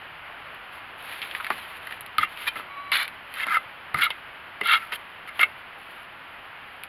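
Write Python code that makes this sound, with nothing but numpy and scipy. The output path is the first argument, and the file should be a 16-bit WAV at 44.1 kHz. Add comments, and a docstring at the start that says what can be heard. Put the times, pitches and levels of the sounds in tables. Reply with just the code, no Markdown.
"""A hand trowel knocks and drags in a plastic planter of soil, outdoors and close to the microphone.
Impacts and stick-slip friction on grit excite the damped modes of its blade, and each blow thumps the pot.
The loose soil it tips in hisses as a granular flow, and falling crumbs tick as brief damped resonances.
Behind it lie a steady outdoor hush and one faint squeal."""
import sys
import numpy as np
from scipy import signal
from scipy.fft import rfft, irfft
from scipy.io import wavfile
from scipy.ndimage import uniform_filter1d

SR = 44100
rng = np.random.default_rng(int(sys.argv[2]) if len(sys.argv) > 2 else 0)


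def wrap_up_sound(samples):
    """Save the sound to the file named by the first command line argument, as 16-bit audio."""
    columns = np.atleast_2d(samples).T
    # keep every value between -1 and 1, then stretch to whole-number steps
    tamed = np.clip(columns, -1, 1)
    steps = np.round(tamed * 32767).astype(np.int16)
    wavfile.write(sys.argv[1], SR, steps)


N = 303408
TIME = np.arange(N) / SR
RING_TIME = TIME[:8192]  # time axis of an impulse response [s]


def undb(db):
    """Amplitude ratio of a level in decibels."""
    return 10 ** (np.asarray(db) / 20)


def unit(response):
    """Normalisation to unit energy."""
    return response / np.sqrt(np.sum(response ** 2))


def through(x, response):
    """Linear filtering by convolution, cut to the length of the input."""
    return signal.fftconvolve(x, response)[:len(x)]


def add(out, start_s, x):
    """Superposition of x on out from a given time."""
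    i = int(start_s * SR)
    out[i:i + len(x)] += x[:N - i]


def colour(points):
    """Minimum-phase impulse response of a (frequency [Hz], level [dB]) spectrum, by cepstral folding."""
    hz, db = np.transpose(points)
    size = len(RING_TIME)
    bins = np.maximum(np.fft.rfftfreq(size, 1 / SR), 1)
    magnitude = undb(np.interp(np.log(bins), np.log(hz), db))
    cepstrum = irfft(np.log(magnitude))
    cepstrum[1:size // 2] *= 2
    cepstrum[size // 2 + 1:] = 0
    return irfft(np.exp(rfft(cepstrum)))


def mode(hz, t60):
    """A damped oscillator, heard as the derivative of its motion, so that it radiates little bass."""
    motion = np.sin(2 * np.pi * hz * RING_TIME) * np.exp(-np.log(1000) * RING_TIME / t60)
    return np.diff(motion, append=0) * SR / (2 * np.pi * hz)


def walk(rate):
    """Smooth random modulation of unit variance, with rate new values a second."""
    size = max(int(SR / rate), 1)
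    steps = np.repeat(rng.standard_normal(N // size + 1), size)
    smooth = uniform_filter1d(steps, size)[:N]
    return smooth / smooth.std()


def grains(size, rate, spread_db):
    """Shot noise at unit rms: rate tiny impacts a second, many weak and a few strong."""
    strength = undb(spread_db * np.minimum(rng.exponential(size=size), 4))
    impacts = (rng.random(size) < rate / SR) * rng.choice([-1, 1], size) * strength
    return impacts / (np.sqrt(np.mean(impacts ** 2)) + 1e-12)


def swell(start, crest, end, db, edge_db=-15):
    """Amplitude envelope of one hand movement: a Gaussian rise and fall about its crest."""
    span = slice(int(start * SR), int(end * SR))
    from_crest = np.interp(TIME[span], [start, crest, end], [-1, 0, 1])
    gain = np.zeros(N)
    gain[span] = undb(db + edge_db * from_crest ** 2)
    return gain


# spectrum of the distant hush: (frequency [Hz], relative level [dB])
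HUSH_SPECTRUM = [(25, -13), (65, -6), (100, -5), (200, -8.5), (450, -7.5), (700, -1), (950, 0.5),
                 (1400, 2.5), (2100, 0), (3000, -3), (4000, -17.5), (7000, -21.5), (11000, -26),
                 (16000, -13)]
# envelope of the hush: (time [s], level [dB])
HUSH_ENVELOPE = [(0, -40.5), (.8, -40.5), (6.88, -42)]


def outdoors(flicker_db=0.27):
    """Broadband ambient noise, wavering under slight amplitude modulation."""
    times, db = np.transpose(HUSH_ENVELOPE)
    air = through(rng.standard_normal(N), unit(colour(HUSH_SPECTRUM)))
    return air * undb(np.interp(TIME, times, db) + flicker_db * walk(13))


# envelope of a faint squeal some way off: (time [s], level [dB])
SQUEAL_ENVELOPE = [(2.68, -60), (2.72, -40.5), (2.76, -44), (2.775, -34), (2.805, -37.5), (2.82, -41.5),
                   (2.9, -38), (2.95, -61)]
# its partials: (frequency [Hz], relative level [dB])
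SQUEAL_TONES = [(1136, -1), (2272, -8.5), (3970, -19)]


def squeal(waver=0.0068):
    """A thin tone of three partials, unsteady through random frequency and amplitude modulation."""
    times, db = np.transpose(SQUEAL_ENVELOPE)
    clock = np.cumsum(1 + waver * walk(90)) / SR
    tone = sum(undb(level + walk(70)) * np.sin(2 * np.pi * hz * clock) for hz, level in SQUEAL_TONES)
    return np.sqrt(2) * tone * np.interp(TIME, times, undb(db), left=0, right=0)


# soil slides off the blade: (start [s], crest [s], end [s], level [dB])
SOIL_SPILLS = [(0.72, 0.788, 0.8, -45), (0.978, 1.16, 1.39, -39.5), (1.247, 1.485, 1.835, -42),
               (1.817, 1.895, 2.02, -49), (2.29, 2.48, 2.49, -40), (2.533, 2.59, 2.648, -44.5),
               (3.277, 3.47, 3.36, -45), (5.34, 5.393, 5.46, -43.5), (5.732, 5.89, 6.08, -55)]


def soil_flow(shed_db=-26, settle_s=0.063, background_hiss_db=-63):
    """Flow envelope: spills, and soil stirred by the drags that settles by exponential decay."""
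    spilled = sum(swell(*spill, edge_db=-14) for spill in SOIL_SPILLS)
    pressure = sum(swell(*stroke[:4]) for stroke in DRAG_STROKES)
    decay = np.exp(-1 / (settle_s * SR))
    stirred = signal.lfilter([1 - decay], [1, -decay], pressure)
    # the constant floor gives a faint steady high hiss of the outdoor background
    return spilled + undb(shed_db) * stirred + undb(background_hiss_db)


# spectra of fine sand and of coarse soil: (frequency [Hz], relative level [dB])
SAND_SPECTRUM = [(500, -19), (2000, -34), (4000, -6), (9000, -1), (16000, 4.5)]
SOIL_SPECTRUM = [(100, -27), (500, -7), (1200, 2.5), (2400, 5), (3500, 1), (5000, -12.5), (16000, -10)]


def trickle(surge_db=2.5, stone_db=-7, clod_db=-6):
    """Granular flow as shot noise: dense sand and coarse grains, with sparser stones and clods."""
    flow = soil_flow() * undb(surge_db * walk(50))
    fine = grains(N, rate=9000, spread_db=3.6) + undb(stone_db) * grains(N, rate=60, spread_db=3.4)
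    coarse = grains(N, rate=2500, spread_db=0.7) + undb(clod_db) * grains(N, rate=120, spread_db=2)
    hiss = through(fine * flow, unit(colour(SAND_SPECTRUM)))
    patter = through(coarse * flow, unit(colour(SOIL_SPECTRUM)))
    return hiss + patter


# clods and small stones strike the pot: (time [s], level [dB], frequency [Hz], relative click level [dB])
CRUMB_IMPACTS = [ (.547, -39, 3500, 6), (1.218, -12.5, 2750, -12), (1.227, -13.5, 2390, -18),
                 (1.312, -16, 2600, -14), (1.35, -10, 2110, -14), (1.401, -17, 1260, -22),
                 (1.408, -19.5, 1280, -10), (1.446, -13.5, 2040, -8), (1.467, -11.5, 1810, -11),
                 (1.504, -5, 1260, -34), (1.509, -11, 1400, -34), (1.871, -17, 1900, -6.5),
                 (1.91, -18, 1790, -15), (1.924, -15.5, 1970, -11), (2.009, -25.5, 3370, 12),
                 (2.063, -22, 2760, -2.5), (2.183, -4, 3015, -7.5), (2.374, -21, 2510, -10),
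                 (2.918, -5.5, 3460, -7), (3.079, -15.5, 2380, -5), (3.34, -16.5, 2620, -2),
                 (6.836, -17.5, 2500, 0)]


def crumbs(bit_click_db=-8, cycles=6, scatter_db=-21, scatter_s=0.0071):
    """Impact and fragmentation: each crumb rings for a few cycles, clicks and breaks into smaller bits."""
    out = np.zeros(N)
    for start, db, hz, click_db in CRUMB_IMPACTS:
        bits = grains(len(RING_TIME), rate=5000, spread_db=3.1)
        bits *= undb(scatter_db) * np.exp(-RING_TIME / scatter_s)
        # a softer clod stays in contact longer, which low-passes its knock
        softness = signal.butter(2, min(2 * hz, SR / 3), fs=SR, output="sos")
        knock = signal.sosfilt(softness, mode(hz, cycles / hz))
        click = undb(click_db + 11.5) * mode(hz=11900, t60=0.00055)
        fragments = through(bits, knock + undb(bit_click_db) * click)
        add(out, start, undb(db) * (knock + click + fragments))
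    return out


# blade modes, damped by soil and hand: (base frequency [Hz], 60 dB decay time [s], relative level [dB])
BLADE_MODES = [(1254, 0.047, 0.5), (1371, 0.032, 4.5), (1870, 0.01, -8.5), (2135, 0.059, 4),
               (2265, 0.027, -0.5), (2757, 0.059, -1.5), (2933, 0.025, -5.5), (3307, 0.012, 0),
               (3800, 0.021, -3.5), (3945, 0.019, -5), (4160, 0.0032, -5)]


def blade(ring_db, contact, breadth, tuning, floor_db=-19):
    """Modal superposition: the contact point favours modes from the lowest (0) to the highest (1)."""
    hz, t60, db = np.transpose(BLADE_MODES)
    place = np.log(hz / hz[0]) / np.log(hz[-1] / hz[0])
    coupling = np.exp(-((place - contact) / breadth) ** 2) + undb(floor_db)
    gain = undb(db + ring_db) * coupling
    return sum((-1) ** k * gain[k] * unit(mode(hz[k] * tuning, t60[k])) for k in range(len(hz)))


# spectrum of the crack of a blow: (frequency [Hz], relative level [dB])
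CRACK_SPECTRUM = [(60, -60), (300, -11.5), (700, 8), (1300, 5.5), (2500, -5), (4200, -8), (16000, -6)]
# the blade lands on soil and pot: (time [s], relative knock level [dB], relative ring level [dB],
# contact point [0-1], thud level [dB], thud frequency [Hz])
BLOWS = [ (1.503, -23, -5, 0.2, -29.5, 379), (2.183, -10.5, 10.5, 0.13, -32.5, 150),
         (2.230, -12.5, 20, 0.03, -53, 168), (2.557, -26.5, 2, 0.15, -38, 278),
         (2.566, -28.5, -4, 0.2, -38, 303), (2.597, -28.5, 4, 0.18, -41.5, 239),
         (2.918, -14, 6.5, 0.57, -55, 197), (3.468, -25, -13, 0.1, -34.5, 298),
         (3.569, -16, 6, 0, -55, 250), (3.944, -14, 0, 0.19, -25, 146), (4.064, -17.5, 15, 0, -58, 200),
         (4.104, -20, 1.5, 0.69, -49, 167), (4.612, -17.5, -2, 0.47, -28, 412),
         (4.764, -19, 9, 0.06, -49, 298), (4.925, -31, -17, 0, -39, 474),
         (5.393, -16.5, 0.5, 0.55, -39, 313), (5.430, -10.5, 9, .52, -32.5, 584)]


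def knocks(crush_s=0.0053, crush_db=-20, blow_db=22, thud_t60=0.068,
           push_s=0.00083, shift_db=-9, shift_s=0.032):
    """Impulsive excitation: a blow crushes a few crumbs, rings the blade and thumps the soil-filled pot."""
    out = np.zeros(N)
    crack = unit(colour(CRACK_SPECTRUM))
    for start, db, ring_db, contact, pot_db, pot_hz in BLOWS:
        force = undb(crush_db) * rng.standard_normal(len(RING_TIME)) * np.exp(-RING_TIME / crush_s)
        force[0] += 1  # the impulse that leads the crushing
        body = unit(crack + blade(ring_db, contact, breadth=0.33, tuning=0.96))
        add(out, start, undb(db + blow_db) * unit(through(force, body)))
        thud = mode(pot_hz, thud_t60) - 0.11 * mode(0.716 * pot_hz, thud_t60)
        thud -= 0.65 * mode(1.04 * pot_hz, thud_t60 / 2)
        # packed soil shifts for a moment: a dull rumble around the pot's pitch
        rumble_spectrum = [(pot_hz / 5, -24), (pot_hz / 2, 0), (2 * pot_hz, -2), (10 * pot_hz, -45)]
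        rumble = through(rng.standard_normal(len(RING_TIME)), unit(colour(rumble_spectrum)))
        thud += undb(shift_db) * rumble * np.exp(-RING_TIME / shift_s)
        onset = 1 - np.exp(-RING_TIME / push_s)  # soft soil passes the blow to the pot gradually
        add(out, start, undb(pot_db) * thud * onset)
    return out


# spectrum of slipping grit: (frequency [Hz], relative level [dB])
GRIT_SPECTRUM = [(60, -35), (400, -17.5), (750, -8.5), (1200, 5.5), (2000, 9), (3000, -4), (4200, -9.5),
                 (7000, -8.5), (16000, -18)]
# drags of the blade: (start [s], crest [s], end [s], crest level [dB], relative ring level [dB],
# contact point [0-1], contact breadth [0-1], tuning under load [ratio], relative hiss level [dB])
DRAG_STROKES = [ (2.187, 2.232, 2.256, -25, 0.5, 0.6, 0.27, 1, 1),
                (2.467, 2.48, 2.491, -17, -3, 0.67, 0.36, 1.14, 2.5),
                (2.917, 2.927, 3.058, -20, -1, 0.87, 0.41, 1.056, 5),
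                (3.344, 3.433, 3.447, -27, -4, 0.65, 0.43, 0.96, 0),
                (3.456, 3.548, 3.584, -21, 3.5, 0.17, 0.29, 0.96, -6),
                (3.956, 3.992, 4.020, -25.5, -6, 0.07, .4, .98, -2),
                (4.008, 4.022, 4.070, -17, 2.5, 0.5, 0.84, 1.02, 2),
                (4.632, 4.733, 4.780, -17.5, 4, 0.54, .9, 0.99, -3),
                (4.762, 4.790, 4.910, -40, -1, 0, .15, 1, 6),
                (4.917, 4.925, 4.968, -27.5, 4.5, 0.99, 0.22, 0.82, 6),
                (5.268, 5.287, 5.298, -32, -3, 0.28, 0.26, 1, 1.5),
                (5.389, 5.418, 5.445, -16.5, 9, 0.35, 0.31, 1.035, 1)]


def drags(blade_db=-5, judder_db=2.0, wander=0.01317, sand_db=-10.0):
    """Stick-slip friction: grit under the blade gives dense clicks, heard directly and through its modes."""
    out = np.zeros(N)
    grit, sand = unit(colour(GRIT_SPECTRUM)), unit(colour(SAND_SPECTRUM))
    slips = grains(N, rate=2600, spread_db=2.5)
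    # the hand's steady push releases about the same energy every few milliseconds
    slips /= np.sqrt(uniform_filter1d(slips ** 2, size=400) + 1e-4)
    slips *= undb(judder_db * walk(260))
    # sand hisses in short spurts as single crumbs give way
    spurts = grains(N, rate=1600, spread_db=3.4) * undb(3.7 * walk(160) + 2.0)
    # the soil's changing load pulls the mode frequencies up and down a little
    detuning = 1 + wander * walk(45)
    for start, crest, end, db, ring_db, contact, breadth, tuning, hiss_db in DRAG_STROKES:
        span = slice(int(start * SR), int(end * SR))
        pressure = swell(start, crest, end, db)[span]
        modes = blade(blade_db + ring_db, contact, breadth, tuning)
        drive = pressure * slips[span] / np.linalg.norm(grit + modes)
        ring = signal.fftconvolve(drive, modes)
        clock = np.cumsum(np.roll(detuning, -span.start)[:len(ring)])
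        loaded_ring = np.interp(clock, np.arange(len(ring)), ring)
        scrape = signal.fftconvolve(drive, grit)
        hiss = signal.fftconvolve(pressure * spurts[span], undb(hiss_db + sand_db) * sand)
        add(out, start, loaded_ring + scrape + hiss)
    return out


def scene(scatter_db=-17.5, decay_s=0.017, delay_s=0.005):
    """Superposition of trowel and soil, their weak reflections from paving and pots, and the background."""
    direct = drags() + knocks() + crumbs() + trickle()
    scatter_envelope = np.exp(-RING_TIME / decay_s) * (RING_TIME > delay_s)
    patio = unit(rng.standard_normal(len(RING_TIME)) * scatter_envelope)
    reflected = undb(scatter_db) * through(direct, patio)
    return (direct + reflected + squeal() + outdoors())[None]


# response of the microphone's port, two deep notches and a peak above them: (frequency [Hz], gain [dB])
PORT_RESPONSE = [(3000, -0.5), (4400, -3), (4900, -8.5), (5600, -20.5), (6000, -37.5), (6400, -24),
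                 (7100, -21), (7600, -26), (8000, -36), (8500, -23), (9600, -8), (11200, -3),
                 (13000, -12.5), (16000, -28)]


def record(dry, cutoff_hz=15900):
    """Linear filtering: the microphone's port colours the sound and a steep low-pass cuts the top."""
    coloured = through(dry[0], colour(PORT_RESPONSE))
    low_pass = signal.ellip(10, .2, 80, cutoff_hz, fs=SR, output="sos")
    return signal.sosfilt(low_pass, coloured)[None]


dry = scene()
out = record(dry)
wrap_up_sound(out)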